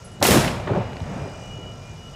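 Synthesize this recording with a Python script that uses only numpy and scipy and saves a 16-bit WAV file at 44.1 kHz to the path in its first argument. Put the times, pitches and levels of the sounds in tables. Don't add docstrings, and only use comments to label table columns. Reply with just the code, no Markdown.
import sys
import numpy as np
from scipy import signal
from scipy.io import wavfile

SR = 44100
rng = np.random.default_rng(int(sys.argv[2]) if len(sys.argv) > 2 else 0)


def inscribe(sig):
    pcm = np.round(np.clip(np.atleast_2d(sig).T, -1, 1) * 32767)
    wavfile.write(sys.argv[1], SR, pcm.astype(np.int16))


def volts_from_decibels(level):
    exponent = np.asarray(level, float) / 20
    return 10 ** exponent


N = 94815


def energy(db):
    return volts_from_decibels(2 * np.asarray(db, float))


def rms_one(x):
    return x / np.sqrt(np.mean(x ** 2) + 1e-20)


def at_hz(points, hz):
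    points_hz, values = np.transpose(points)
    return np.interp(np.log(hz), np.log(points_hz), values)


def bandpass(x, low_hz, high_hz):
    sos = signal.butter(2, [low_hz, high_hz], "band", fs=SR, output="sos")
    return signal.sosfilt(sos, x)


def drift(rate_hz):
    hop, settle = 40, 2000
    r = np.exp(-2 * np.pi * rate_hz * hop / SR)
    white = rng.standard_normal(N // hop + settle + 2)
    slow = signal.lfilter([1], [1, -2 * r, r * r], white)[settle:]
    slow = rms_one(slow - slow.mean())
    return np.interp(np.arange(N) / hop, np.arange(len(slow)), slow)


def clicks(start_s, height):
    out = np.full(N, 1e-18)
    np.add.at(out, (np.asarray(start_s) * SR).astype(int), height)
    return out


def dying(power, t60_s):
    return signal.lfilter([1], [1, -energy(-60 / (t60_s * SR))], power)


def ring(x, hz, width_hz):
    r = np.exp(-np.pi * width_hz / SR)
    w = 2 * np.pi * hz / SR
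    return signal.lfilter([0, np.sin(w)], [1, -2 * r * np.cos(w), r * r], x)


def bands(shape):
    edges_hz = 22 * 2 ** np.arange(0, 10, .5)
    white = rng.standard_normal((2, N))
    out = 0
    for k, (low, high) in enumerate(zip(edges_hz, edges_hz[1:])):
        out = out + bandpass(white[k % 2] * shape(np.sqrt(low * high)), low, high)
    return out


def puffs(rows):
    out = 0
    for start_s, peak_db, center_hz, t60_s in rows:
        burst = np.sqrt(dying(clicks([start_s], 1), t60_s)) * rng.standard_normal(N)
        burst = bandpass(burst, center_hz / 1.585, center_hz * 1.208)
        out = out + volts_from_decibels(peak_db) * burst / np.abs(burst).max()
    return out


# freq_hz, density_db_per_hz
AIR_SPECTRUM = [(25, 9), (60, -2.5), (124, 4.5), (270, -16), (500, -12.5), (1800, -25.5), (6000, -34.5),
                (15000, -57)]


def air():
    level_db, patchy_db, flicker_hz = -37, 1.5, 4.7

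    def shape(hz):
        flicker_db = patchy_db * min(400 / hz, 1) ** 0.65 * drift(flicker_hz)
        return volts_from_decibels(at_hz(AIR_SPECTRUM, hz) + flicker_db)
    return volts_from_decibels(level_db) * rms_one(bands(shape))


# pitch_hz, waver_hz, flicker_db
CRICKET_CHORUSES = [
    (2920, 9, 2.4),
    (2396, 9, 2.0),
    (1362, 12, 3.0),
]
# time_s, high_db, middle_db, low_db
CRICKET_LEVELS = [(0, -62, -76, -55.5), (.15, -56, -67, -63), (.75, -62, -51.5, -75),
                  (.86, -50, -58.5, -85), (1.2, -62, -57, -64), (1.235, -71, -49, -64),
                  (1.29, -52.5, -56.5, -66), (1.38, -56, -56, -66), (1.53, -45, -54, -62),
                  (1.6, -49, -58.5, -62), (1.71, -46, -59, -58.5), (1.77, -58.5, -65, -60),
                  (1.87, -55.5, -51, -59), (1.96, -60, -56.5, -66), (2.0, -51, -62, -66),
                  (2.09, -48, -68, -60), (2.12, -64, -68, -63), (2.15, -44, -68, -67)]


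def crickets():
    out, t = 0, np.arange(N) / SR
    time_s, *levels_db = np.transpose(CRICKET_LEVELS)
    for (pitch_hz, waver_hz, flicker_db), level_db in zip(CRICKET_CHORUSES, levels_db):
        phase = 2 * np.pi * np.cumsum(pitch_hz + waver_hz * drift(11.9)) / SR
        song_db = np.interp(t, time_s, level_db) + flicker_db * drift(68)
        out = out + volts_from_decibels(song_db) * np.sqrt(2) * np.sin(phase)
    return out


# center_hz, width_hz, level_db, lag_throbs, throb_depth (0-1), noise_over_clicks
CICADA_RESONANCES = [(5000, 300, -1.5, .46, .12, .6), (5330, 250, -5, .42, .1, .7),
                     (5860, 200, -4, .75, .1, .6), (6200, 1400, 0, .8, .05, 1.5),
                     (6681, 110, -3, .86, .6, .2), (7736, 500, -5, .8, .15, .8),
                     (8400, 700, -8, .82, .15, .8), (10300, 2500, -14, .8, .1, 2.5),
                     (12000, 500, -20, .83, .2, .6), (12850, 300, -26, .8, .2, .6)]
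# time_s, level_db
CICADA_EFFORT = [(0, -62), (.3, -68), (.8, -64), (1.15, -58.5), (1.45, -58), (1.6, -62.5), (2.15, -59.5)]


def cicadas():
    throb_hz, clicks_per_throb, jitter_s = 50.2, 4, .00003
    t = np.arange(N) / SR
    beats_s = np.arange(.002, N / SR - .01, 1 / (throb_hz * clicks_per_throb))
    train = clicks(beats_s + jitter_s * rng.standard_normal(len(beats_s)), 1)
    buzz = 0
    for center_hz, width_hz, level_db, lag, depth, rough in CICADA_RESONANCES:
        gate = (1 + depth * np.cos(2 * np.pi * (throb_hz * t + lag))) ** 2
        clicked = ring(ring(train, center_hz, width_hz), center_hz, width_hz)
        hiss = ring(ring(rng.standard_normal(N), center_hz, width_hz), center_hz, width_hz)
        tone = rms_one(clicked) + rough * rms_one(hiss)
        buzz = buzz + volts_from_decibels(level_db + 1.6 * drift(2.5)) * rms_one(gate * tone)
    return volts_from_decibels(np.interp(t, *np.transpose(CICADA_EFFORT))) * buzz


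# start_s, level_db
SLING_TAPS = [
    (.0405, -78),
    (.045, -30.5),
    (.06, -74),
    (.113, -40),
    (.121, -38),
]
# pitch_hz, level_db, t60_s
SLING_MODES = [(8091, -12, .16), (10930, -3, .08), (7090, -20, .3)]


def sling_clinks():
    start_s, tap_db = np.transpose(SLING_TAPS)
    out = 0
    for pitch_hz, mode_db, t60_s in SLING_MODES:
        taps = clicks(start_s, volts_from_decibels(tap_db + mode_db - 39.0))
        out = out + ring(ring(taps, pitch_hz, 1.2 / t60_s), pitch_hz, 260)
    return out


# start_s, peak_db, center_hz, t60_s
WALL_SLAPS = [(.672, -21.5, 1010, 0.12), (.673, -21.5, 455, 0.15), (.676, -24.5, 1590, 0.053),
              (.69, -20, 750, 0.055), (.825, -30, 810, .05), (.70, -16.5, 417, 0.19),
              (.70, -37, 2260, 0.18), (.715, -20.5, 100, 0.14), (.733, -22, 1280, 0.047),
              (.736, -23, 305, 0.093), (.748, -14.5, 610, 0.14), (.765, -24, 700, 0.056),
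              (.768, -16, 168, 0.15), (.70, -15.5, 122, 0.078), (.78, -18, 545, 0.082),
              (.81, -22.5, 700, 0.051), (1.012, -19.5, 130, 0.05), (1.055, -24, 120, 0.091),
              (1.09, -24.5, 184, 0.17), (1.125, -26, 183, 0.083), (1.15, -23.5, 213, 0.2),
              (1.18, -24, 192, 0.062), (1.213, -20.5, 132, 0.071), (1.245, -29, 300, .1),
              (1.495, -32, 153, 0.026), (1.56, -31, 119, 0.042), (1.585, -32, 434, 0.25)]


def wall_slaps():
    return puffs(WALL_SLAPS)


# start_s, peak_db, center_hz, t60_s
SHARP_SLAPS = [
    (.9318, -28, 650, .008),
    (.932, -32, 3200, .007),
    (.9675, -28, 700, .008),
    (.9683, -31, 2200, .007),
    (.9683, -33, 3700, .006),
    (1.0035, -29, 900, .008),
    (1.0032, -34, 3400, .009),
]


def sharp_slaps():
    return puffs(SHARP_SLAPS)


# start_s, peak_db, center_hz, t60_s
FIRING_PINS = [(.198, -29, 170, .06), (.21, -22, 110, .1), (.2037, -36, 5400, .014),
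               (.206, -41, 11000, .014), (.208, -42, 8000, .01), (.2126, -21, 1000, .03),
               (.2152, -17, 750, .03), (.2155, -40, 5500, .015), (.216, -43, 11000, .015),
               (.2183, -16, 900, .025), (.2245, -17, 700, .02)]


def firing_pins():
    return puffs(FIRING_PINS)


# start_s, peak_db, center_hz, t60_s
BLAST_SURGES = [(.2267, -9.5, 2050, 0.034), (.2275, -2, 5100, 0.0084), (.2505, -6.5, 633, 0.047),
                (.253, -8.5, 2360, 0.013), (.287, -16, 410, 0.017), (.292, -13.5, 181, 0.28),
                (.306, -15, 195, 0.043), (.343, -9, 210, 0.02), (.356, -12, 244, 0.13),
                (.364, -6.5, 392, 0.06), (.372, -13, 320, 0.07), (.44, -15, 205, 0.19),
                (.447, -17, 2530, 0.022), (.477, -17.5, 2560, 0.054), (.535, -39, 2370, 0.041),
                (.277, -12, 3500, .008), (.2885, -13, 4000, 0.0075), (.311, -14, 3000, .01),
                (.317, -13, 1990, 0.0072), (.3275, -10, 2480, 0.007), (.358, -13, 2520, 0.0059),
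                (.375, -12, 1750, 0.0082)]


def blast_surges():
    return puffs(BLAST_SURGES)


# start_s, level_db, brightness_db_per_octave
BLAST_HITS = [(0.226, -8.5, 1.5), (0.2398, -31, 6.5), (0.2494, -11.5, 0.5), (0.259, -13, 0.5),
              (0.2673, -21, 4.5), (0.2863, -8, -3), (0.3076, -13, 2.5), (0.317, -11.5, 1), (0.326, -13, 1),
              (.345, -13, 0), (0.355, -10.5, -1), (0.366, -14, -1.5), (0.373, -12, -0.5), (0.4459, -22, 0),
              (0.4769, -27, -5)]
# freq_hz, density_db_per_hz
CRACK_SPECTRUM = [(24, -30), (60, -7), (185, -1.5), (330, -8), (600, -5), (1440, -14.5), (8340, -23.5),
                  (15500, -31)]
# freq_hz, t60_s
SCATTER_DECAY = [(60, 0.48), (300, 0.5), (1500, 0.68), (5000, 0.55), (12000, 0.41), (16000, 0.18)]
# delay_s, level_db, dulling_db_per_octave, smear_s, scatter_share_db
FACADE_RETURNS = [
    (0.444, -6, -6, .008, -7.5),
    (0.799, -13.5, -5.5, 0.054, -1),
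    (.91, -15.5, -8.5, 0.21, -4),
    (1.332, -19.5, -15, 0.0083, -3),
]
# freq_hz, gain_db
LONG_PATH = [(50, 2.5), (110, 1.5), (270, -8), (500, -0.5), (3000, 4), (6000, -27), (12000, -28)]


def volley():
    pulse_ms, pulse_db = 1.67, 3
    crack_t60_s, scatter_db = 0.022, -7.5
    roll_db, roll_t60_s, roll_tilt_db = -22, 3.33, -4
    start_s, hit_db, tilt_db = np.transpose(BLAST_HITS)

    def shape(hz):
        octaves = np.log2(hz / 500)
        path_db = at_hz(LONG_PATH, hz)
        hits = clicks(start_s, energy(hit_db + tilt_db * octaves))
        crack = dying(hits, crack_t60_s)
        scatter = energy(scatter_db) * dying(hits, at_hz(SCATTER_DECAY, hz))
        band_roll_db = roll_db + roll_tilt_db * max(octaves, -1) + path_db
        power = crack + scatter + energy(band_roll_db) * dying(hits, roll_t60_s)
        for delay_s, level_db, dull_db, smear_s, share_db in FACADE_RETURNS:
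            r = np.exp(-1 / (smear_s * SR))
            lag = int(delay_s * SR)
            back = signal.lfilter([1 - r], [1, -r], crack + energy(share_db) * scatter)
            return_db = level_db + dull_db * max(octaves, 0) + path_db
            power[lag:] += energy(return_db) * back[:N - lag]
        return volts_from_decibels(at_hz(CRACK_SPECTRUM, hz) + 15.5) * np.sqrt(power)
    ramp = np.linspace(1, -1, int(pulse_ms * SR / 1000))
    pulses = np.convolve(clicks(start_s, -volts_from_decibels(hit_db + pulse_db)), ramp)[:N]
    return bands(shape) + bandpass(pulses, 150, 2500)


def scene():
    background = air() + crickets() + cicadas() + sling_clinks()
    echoes = wall_slaps() + sharp_slaps()
    shots = firing_pins() + blast_surges() + volley()
    return (background + echoes + shots)[None]


def band_limit(x):
    return signal.sosfilt(signal.butter(12, 16510, fs=SR, output="sos"), x)


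def record(dry):
    mic_low_hz, ceiling, top_hz = 60.4, 0.66, 16500
    x = signal.sosfilt(signal.butter(2, mic_low_hz, "high", fs=SR, output="sos"), dry)
    x = ceiling * np.tanh(x / ceiling)
    x = signal.sosfilt(signal.cheby2(12, 70, top_hz, fs=SR, output="sos"), x)
    return band_limit(x)


dry = scene()
out = record(dry)
inscribe(out)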